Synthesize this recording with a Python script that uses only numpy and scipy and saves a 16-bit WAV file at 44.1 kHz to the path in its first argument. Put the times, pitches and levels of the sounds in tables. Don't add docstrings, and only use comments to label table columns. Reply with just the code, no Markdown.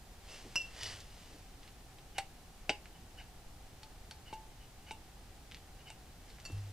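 import sys
import numpy as np
from scipy import signal
from scipy.fft import rfft, irfft
from scipy.io import wavfile
from scipy.ndimage import uniform_filter1d

SR = 44100
rng = np.random.default_rng(int(sys.argv[2]) if len(sys.argv) > 2 else 0)


def transcribe(signal):
    frames = np.atleast_2d(signal).T
    limited = np.clip(frames, -1, 1)
    pcm = np.round(limited * 32767).astype(np.int16)
    wavfile.write(sys.argv[1], SR, pcm)


N = 296524
T = np.arange(SR * 3 // 4) / SR

# (frequency [Hz], level [dB], time to fall 60 dB [s])
SPRING = [(957, -10, .11), (1028, -12, .18), (1533, -4, .08), (1680, -19, .3), (2188, -4, .09),
          (2268, -8, .09), (2655, -10, .24), (2760, 1, .11), (2793, -7, .11), (2868, -4, .23),
          (2955, -8, .17), (3010, -4, .07), (3585, -13, .14), (3731, -2, .07), (3853, -7, .07),
          (4475, -9, .08), (4770, -14, .1), (5407, -13, .11), (5712, -12, .08)]
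# (frequency [Hz], level [dB], time to fall 60 dB [s])
RIM = [(578, -25, .28), (2698, 1, .23), (2724, -7, .4), (2869, -3, .25), (4545, -13, .07), (5078, -4, .16),
       (5137, -10, .11), (5418, -6, .12), (5604, -12, .07), (5706, -12, .07), (5790, -7, .12),
       (5865, -8, .13), (6433, -24, .2), (7206, -19, .12), (7231, -16, .12), (8061, -24, .2),
       (8093, -24, .2), (11320, -24, .06)]
# (frequency [Hz], level [dB], time to fall 60 dB [s])
BASE = [(2689, -4, .45), (2850, -14, .15), (4385, 0, .07), (4635, 1, .07), (5268, -7, .26), (5676, -7, .07),
        (5760, -2, .07), (6900, -12, .08), (7225, -5, .1), (7268, -5, .11)]
# (frequency [Hz], level [dB], time to fall 60 dB [s])
SPOUT = [(872, -4, 0.2), (3080, -8, 0.036), (4420, 0.5, 0.08), (4870, -17, .15), (5840, -20, 0.055),
         (5560, -7.5, 0.072), (7940, -22, 0.032)]
# (frequency [Hz], level [dB], time to fall 60 dB [s])
WALL = [(1830, -3, 0.074), (1990, 0.5, 0.046), (2880, -1.5, 0.091), (2970, 3, .1), (3585, 4, .07),
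        (4120, 1, 0.055), (4625, 6.5, 0.082), (4840, -3, 0.13), (4960, 0, .05), (5210, 11, 0.029),
        (5850, 7, 0.047)]


def amp(db):
    return 10 ** (np.asarray(db) / 20)


def evened(x):
    return x / np.sqrt(np.mean(x ** 2) + 1e-20)


def read(points, hz):
    f, value = np.transpose(points)
    return np.interp(np.log(hz + 1), np.log(f + 1), value)


def add(mix, s, sound):
    part = mix[round(s * SR):][:len(sound)]
    part += sound[:len(part)]


def bins(x):
    return np.maximum(np.fft.rfftfreq(x.shape[-1], 1 / SR), 1)


def coloured(x, points):
    spectrum = rfft(x) * amp(read(points, bins(x)))
    return evened(irfft(spectrum, x.shape[-1]))


def ring(modes, bright_db=0):
    swing = np.zeros(len(T))
    for k, (hz, db, t60) in enumerate(modes):
        level_db = db + bright_db * np.log2(hz / 3000)
        swing += (-1) ** k * amp(level_db - 60 * T / t60) * np.sin(2 * np.pi * hz * T)
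    return swing * np.minimum(T / 0.0007, 1)


def crack(colour_db, t60, scatter_db, chatter_db=9):
    chatter = amp(chatter_db) * np.exp(-T / 0.00056)
    scatter = rng.choice([-1, 1], len(T)) * (amp(-60 * T / t60) + chatter)
    push = T * np.exp(-T / 4.5e-5)
    drive = push / push.sum() + amp(scatter_db) * scatter / np.linalg.norm(scatter)
    log_gain = irfft(np.log(amp(np.maximum(colour_db, -70))), len(T))
    first_half = np.arange(len(T)) < len(T) // 2
    causal = np.exp(rfft(log_gain * 2 * first_half))
    sound = irfft(rfft(drive) * causal, len(T))
    return sound / np.linalg.norm(sound) * np.sqrt(0.004 * SR)


def friction(count, grain_db):
    clumps = evened(uniform_filter1d(rng.standard_normal(count), size=90))
    return rng.standard_normal(count) * amp(grain_db * clumps)


def stroke(length, grain_db):
    count = int(length * SR)
    return friction(count, grain_db) * np.sin(np.pi * np.arange(count) / count)


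def rubbed(slips, body):
    return signal.fftconvolve(slips, body / np.linalg.norm(body))


def ports(a, b):
    # (frequency [Hz], likeness [0 to 1])
    likeness = [(60, 0.98), (130, 0.98), (290, 0.85), (640, 0.85), (1410, 0.61), (3100, 0.23), (6800, 0.25),
                (15000, .05)]
    same = np.clip(read(likeness, bins(a)), -1, 1)
    right = same * rfft(a) + np.sqrt(1 - same ** 2) * rfft(b)
    return np.array([a, irfft(right, len(a))])


def air():
    # (frequency [Hz], relative level [dB])
    air_colour = [(10, -2), (30, 0), (60, -2.5), (110, -8.5), (200, -14.5), (400, -19), (620, -22),
                  (760, -15.5), (980, -24.5), (2000, -27), (4000, -28.5), (8000, -31.5), (12000, -34.5),
                  (15500, -38)]
    return amp(-54) * coloured(ports(*rng.standard_normal((2, N))), air_colour)


def workshop(x, t60=0.23, wet_db=-15):
    tail = ports(*rng.standard_normal((2, len(T))))
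    tail = tail * amp(-60 * T / t60) * np.minimum(T / 0.018, 1)
    return amp(wet_db) * signal.fftconvolve(x[None], tail / np.linalg.norm(tail[0]), axes=1)[:, :N]


def sleeve_speed():
    # (time of full speed [s], time to slow to about a third [s], level [dB])
    swishes = [(0.345, 0.08, -53.5), (0.54, 0.28, -59.5), (0.869, 0.12, -48), (1.22, 0.24, -61.5),
               (1.66, 0.05, -63), (6.3, 0.06, -64), (6.56, 0.2, -63)]
    fidget_db = -73.5
    t = np.arange(N) / SR
    bells = [amp(db) * np.exp(-((t - s) / slow_s) ** 2) for s, slow_s, db in swishes]
    return np.sqrt(amp(fidget_db) ** 2 + np.sum(np.square(bells), axis=0))


def jacket():
    # (frequency [Hz], level [dB])
    cloth_colour = [(180, -25), (350, -1.5), (700, 0), (1080, -3.5), (1500, -3), (1920, 0.5), (2350, -2.5),
                    (2920, 1.5), (3800, -3.5), (4800, -1.5), (6500, -5.5), (8500, -8), (11000, -15),
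                    (15000, -41)]
    # (time [s], length [s], level [dB])
    flaps = [(0.43, 0.068, -53.5), (1.28, 0.12, -57)]
    # (frequency [Hz], level [dB])
    fold_colour = [(80, -3), (280, 4), (550, 1), (900, -16), (3000, -46)]
    snag_per_s = 220
    snagged = rng.random(N) < snag_per_s / SR
    snag_size = amp(1.3 * np.minimum(rng.exponential(1, N), 3))
    snags = snagged * snag_size * rng.choice([-1, 1], N)
    slide = evened(friction(N, grain_db=1)) + amp(-5.5) * evened(snags)
    out = coloured(slide, cloth_colour) * sleeve_speed()
    for s, length, db in flaps:
        count = int(length * SR)
        flap = coloured(rng.standard_normal(count), fold_colour)
        add(out, s, amp(db) * flap * np.hanning(count))
    return out


def panel():
    # (frequency [Hz], level [dB], time to fall 60 dB [s])
    boom_modes = [(100.3, -34, 1), (82.6, -38, 0.29), (52, -46, .6), (165, -50, 0.44), (350, -60, .3)]
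    # (time [s], level [dB], swell [s])
    loads = [(0.557, -28, 0.019), (0.798, -15, 0.061), (6.511, -2, 0.034)]
    out = np.zeros(N)
    for s, db, swell_s in loads:
        add(out, s, amp(db) * ring(boom_modes) * np.minimum(T / swell_s, 1))
    return out


def ticks():
    # (time [s], level [dB], centre [Hz])
    knocks = [(0.833, -37, 4450), (1.004, -48.5, 3780), (1.011, -56, 3800), (1.632, -56.5, 2680),
              (1.678, -53.5, 2960), (1.986, -56, 2800), (2.181, -43.5, 2100), (2.1871, -36, 2170),
              (2.857, -50.5, 2420), (3.8335, -51, 3300), (4.111, -48, 3260), (4.338, -53, 6050),
              (5.514, -51, 2700), (5.52, -47, 2800), (5.5458, -46, 3000), (5.57, -56, 2720),
              (6.3022, -55, 3200), (6.3855, -56, 1990), (6.401, -54, 3800), (6.5003, -44.5, 269),
              (6.5197, -55.5, 7500)]
    half_width_octaves, knock_t60, spring_db = 0.66, 0.099, -19
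    out, spring, hz = np.zeros(N), rfft(ring(SPRING)), bins(T)
    for s, db, centre_hz in knocks:
        octaves = np.log2(hz / centre_hz)
        hump_db = -12 * np.log10(1 + (octaves / half_width_octaves) ** 4)
        stirred_spectrum = spring * amp(hump_db + 9.0 * np.log2(hz / 3000))
        stirred = irfft(stirred_spectrum, len(T))[:len(T) // 2]
        add(out, s, amp(db) * crack(hump_db, knock_t60, scatter_db=-2.0))
        add(out, s, amp(db + spring_db) * stirred)
    return out


def clinks():
    # (time [s], ring level [dB], contact tick level [dB], brightness [dB per octave], modes)
    clink_list = [(.5567, -29.5, -36, 0, RIM), (.6130, -58, -61, 11, RIM), (2.1845, -43, -50, 2, SPOUT),
                  (2.6945, -43, -58, -2, WALL), (3.8313, -52, -56, 0, SPOUT), (4.1107, -48, -50, 2, SPOUT),
                  (6.4515, -46, -49, -3, BASE), (6.4590, -56, -50, 8, BASE)]
    # (frequency [Hz], level [dB])
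    contact_colour = [(100, 3), (500, -7.5), (1300, 1), (2000, -1), (3800, -8.5), (5600, -9), (8000, -4.5),
                      (12000, -13), (15500, -59)]
    grip_s = 0.15
    out = np.zeros(N)
    grip = amp(-6 * (T / grip_s) ** 3)
    for s, ring_db, tick_db, bright_db, modes in clink_list:
        add(out, s, amp(ring_db) * ring(modes, bright_db) * grip)
        contact = crack(read(contact_colour, bins(T)), t60=0.064, scatter_db=42, chatter_db=7)
        add(out, s, amp(tick_db) * contact)
    return out


def drags():
    # (time [s], length [s], level [dB], modes)
    drag_list = [(0.268, 0.12, -59, RIM), (0.753, 0.22, -51, WALL), (4.26, 0.12, -69, SPOUT)]
    out = np.zeros(N)
    pressed = amp(-60 * T / 0.13)
    for s, length, db, modes in drag_list:
        body = ring(modes, bright_db=-4) * pressed
        add(out, s, amp(db) * rubbed(stroke(length, grain_db=5.5), body))
    return out


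def rubs(rub_spring_db=-5):
    # (time [s], length [s], level [dB])
    strokes = [(2.145, 0.061, -56.5), (2.936, 0.057, -68.5), (3.168, 0.065, -56), (4.249, 0.083, -61),
               (4.588, 0.079, -68), (4.86, 0.055, -59), (5.769, 0.075, -68.5), (5.853, 0.062, -57.5)]
    # (frequency [Hz], level [dB])
    rub_colour = [(300, -31), (850, 6), (1150, -36), (1550, 4), (1850, -4), (2250, 1.5), (2600, -3),
                  (3000, 12), (3350, -41), (4400, -7.5), (6000, -12), (9000, -24), (15000, -37)]
    out, spring = np.zeros(N), ring(SPRING)
    for s, length, db in strokes:
        slips = stroke(length, grain_db=1.0)
        add(out, s, amp(db) * coloured(slips, rub_colour))
        add(out, s, amp(db + rub_spring_db) * rubbed(slips, spring))
    return out


def clacks(splash_db=-14, splash_t60=0.086):
    # (time [s], crack level [dB], brightness [dB per octave], top of the crack [Hz],
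    # can note [Hz], note level [dB], note's time to fall 60 dB [s], hollow knock level [dB])
    clack_list = [(2.183, -32, 2.5, 12100, 786, -32, 0.13, -60),
                  (2.6939, -23.5, -1, 6000, 831, -32, 0.1, -53),
                  (4.3278, -40.5, -4, 10000, 876, -45, 0.42, -33.5),
                  (4.9097, -41, -0.5, 7000, 886, -45.5, 0.18, -38.5),
                  (4.9170, -51.5, 9, 10000, 910, -61, 0.092, -62),
                  (5.9026, -47, 3, 9050, 880, -54, 0.096, -65)]
    # (frequency [Hz], level [dB])
    crack_colour = [(60, -23), (250, -3.5), (450, -0.5), (650, 3), (800, 3), (1180, -28), (1450, -1),
                    (1850, -15), (2250, 1), (2950, -4), (3300, -17), (3750, -7), (4950, -18), (5900, -12),
                    (7000, -19), (8500, -18.5), (15000, -27)]
    # (frequency [Hz], level [dB])
    splash_colour = [(800, -52), (2000, -27), (3200, 12.5), (3750, -33), (4950, -33), (5400, 0), (6000, -9),
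                     (7100, 5), (8400, 13), (10500, -6), (15000, -36)]
    crack_t60 = 0.057
    hollow_hz, hollow_t60 = 846, 0.033
    spring_db, spring_follows = -22.5, 0.76
    out, hz, spring = np.zeros(N), bins(T), ring(SPRING)
    for s, db, bright_db, top_hz, note_hz, note_db, note_t60, hollow_db in clack_list:
        hardness_db = bright_db * np.log2(hz / 2000) - 10 * np.log10(1 + (hz / top_hz) ** 8)
        blow = crack(read(crack_colour, hz) + hardness_db, crack_t60, scatter_db=6.5, chatter_db=13.0)
        add(out, s, amp(db) * blow)
        wall_colour = np.column_stack([hz, read(splash_colour, hz) + hardness_db])
        wall = coloured(rng.standard_normal(len(T)), wall_colour)
        splash = wall * amp(-60 * T / splash_t60) * np.minimum(T / 0.0035, 1)
        add(out, s, amp(db + splash_db + bright_db) * splash)
        add(out, s + 0.00095, ring([(hollow_hz, hollow_db, hollow_t60)]))
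        body = ring([(note_hz, note_db, note_t60)]) + amp(spring_db + spring_follows * db) * spring
        add(out, s + 0.001244, body)
    return out


def scene():
    near = jacket() + panel() + ticks() + clinks() + drags() + rubs() + clacks()
    return near + workshop(near) + air()


def record(dry):
    lag_s, edge_hz = 2.3e-5, 15600
    lag = np.exp(-2j * np.pi * bins(dry) * np.array([[lag_s], [0]]))
    pair = irfft(rfft(dry) * lag, N)
    low_pass = signal.firwin(511, edge_hz, window=("kaiser", 9), fs=SR)
    return signal.oaconvolve(pair, low_pass[None], "same")


dry = scene()
out = record(dry)
transcribe(out)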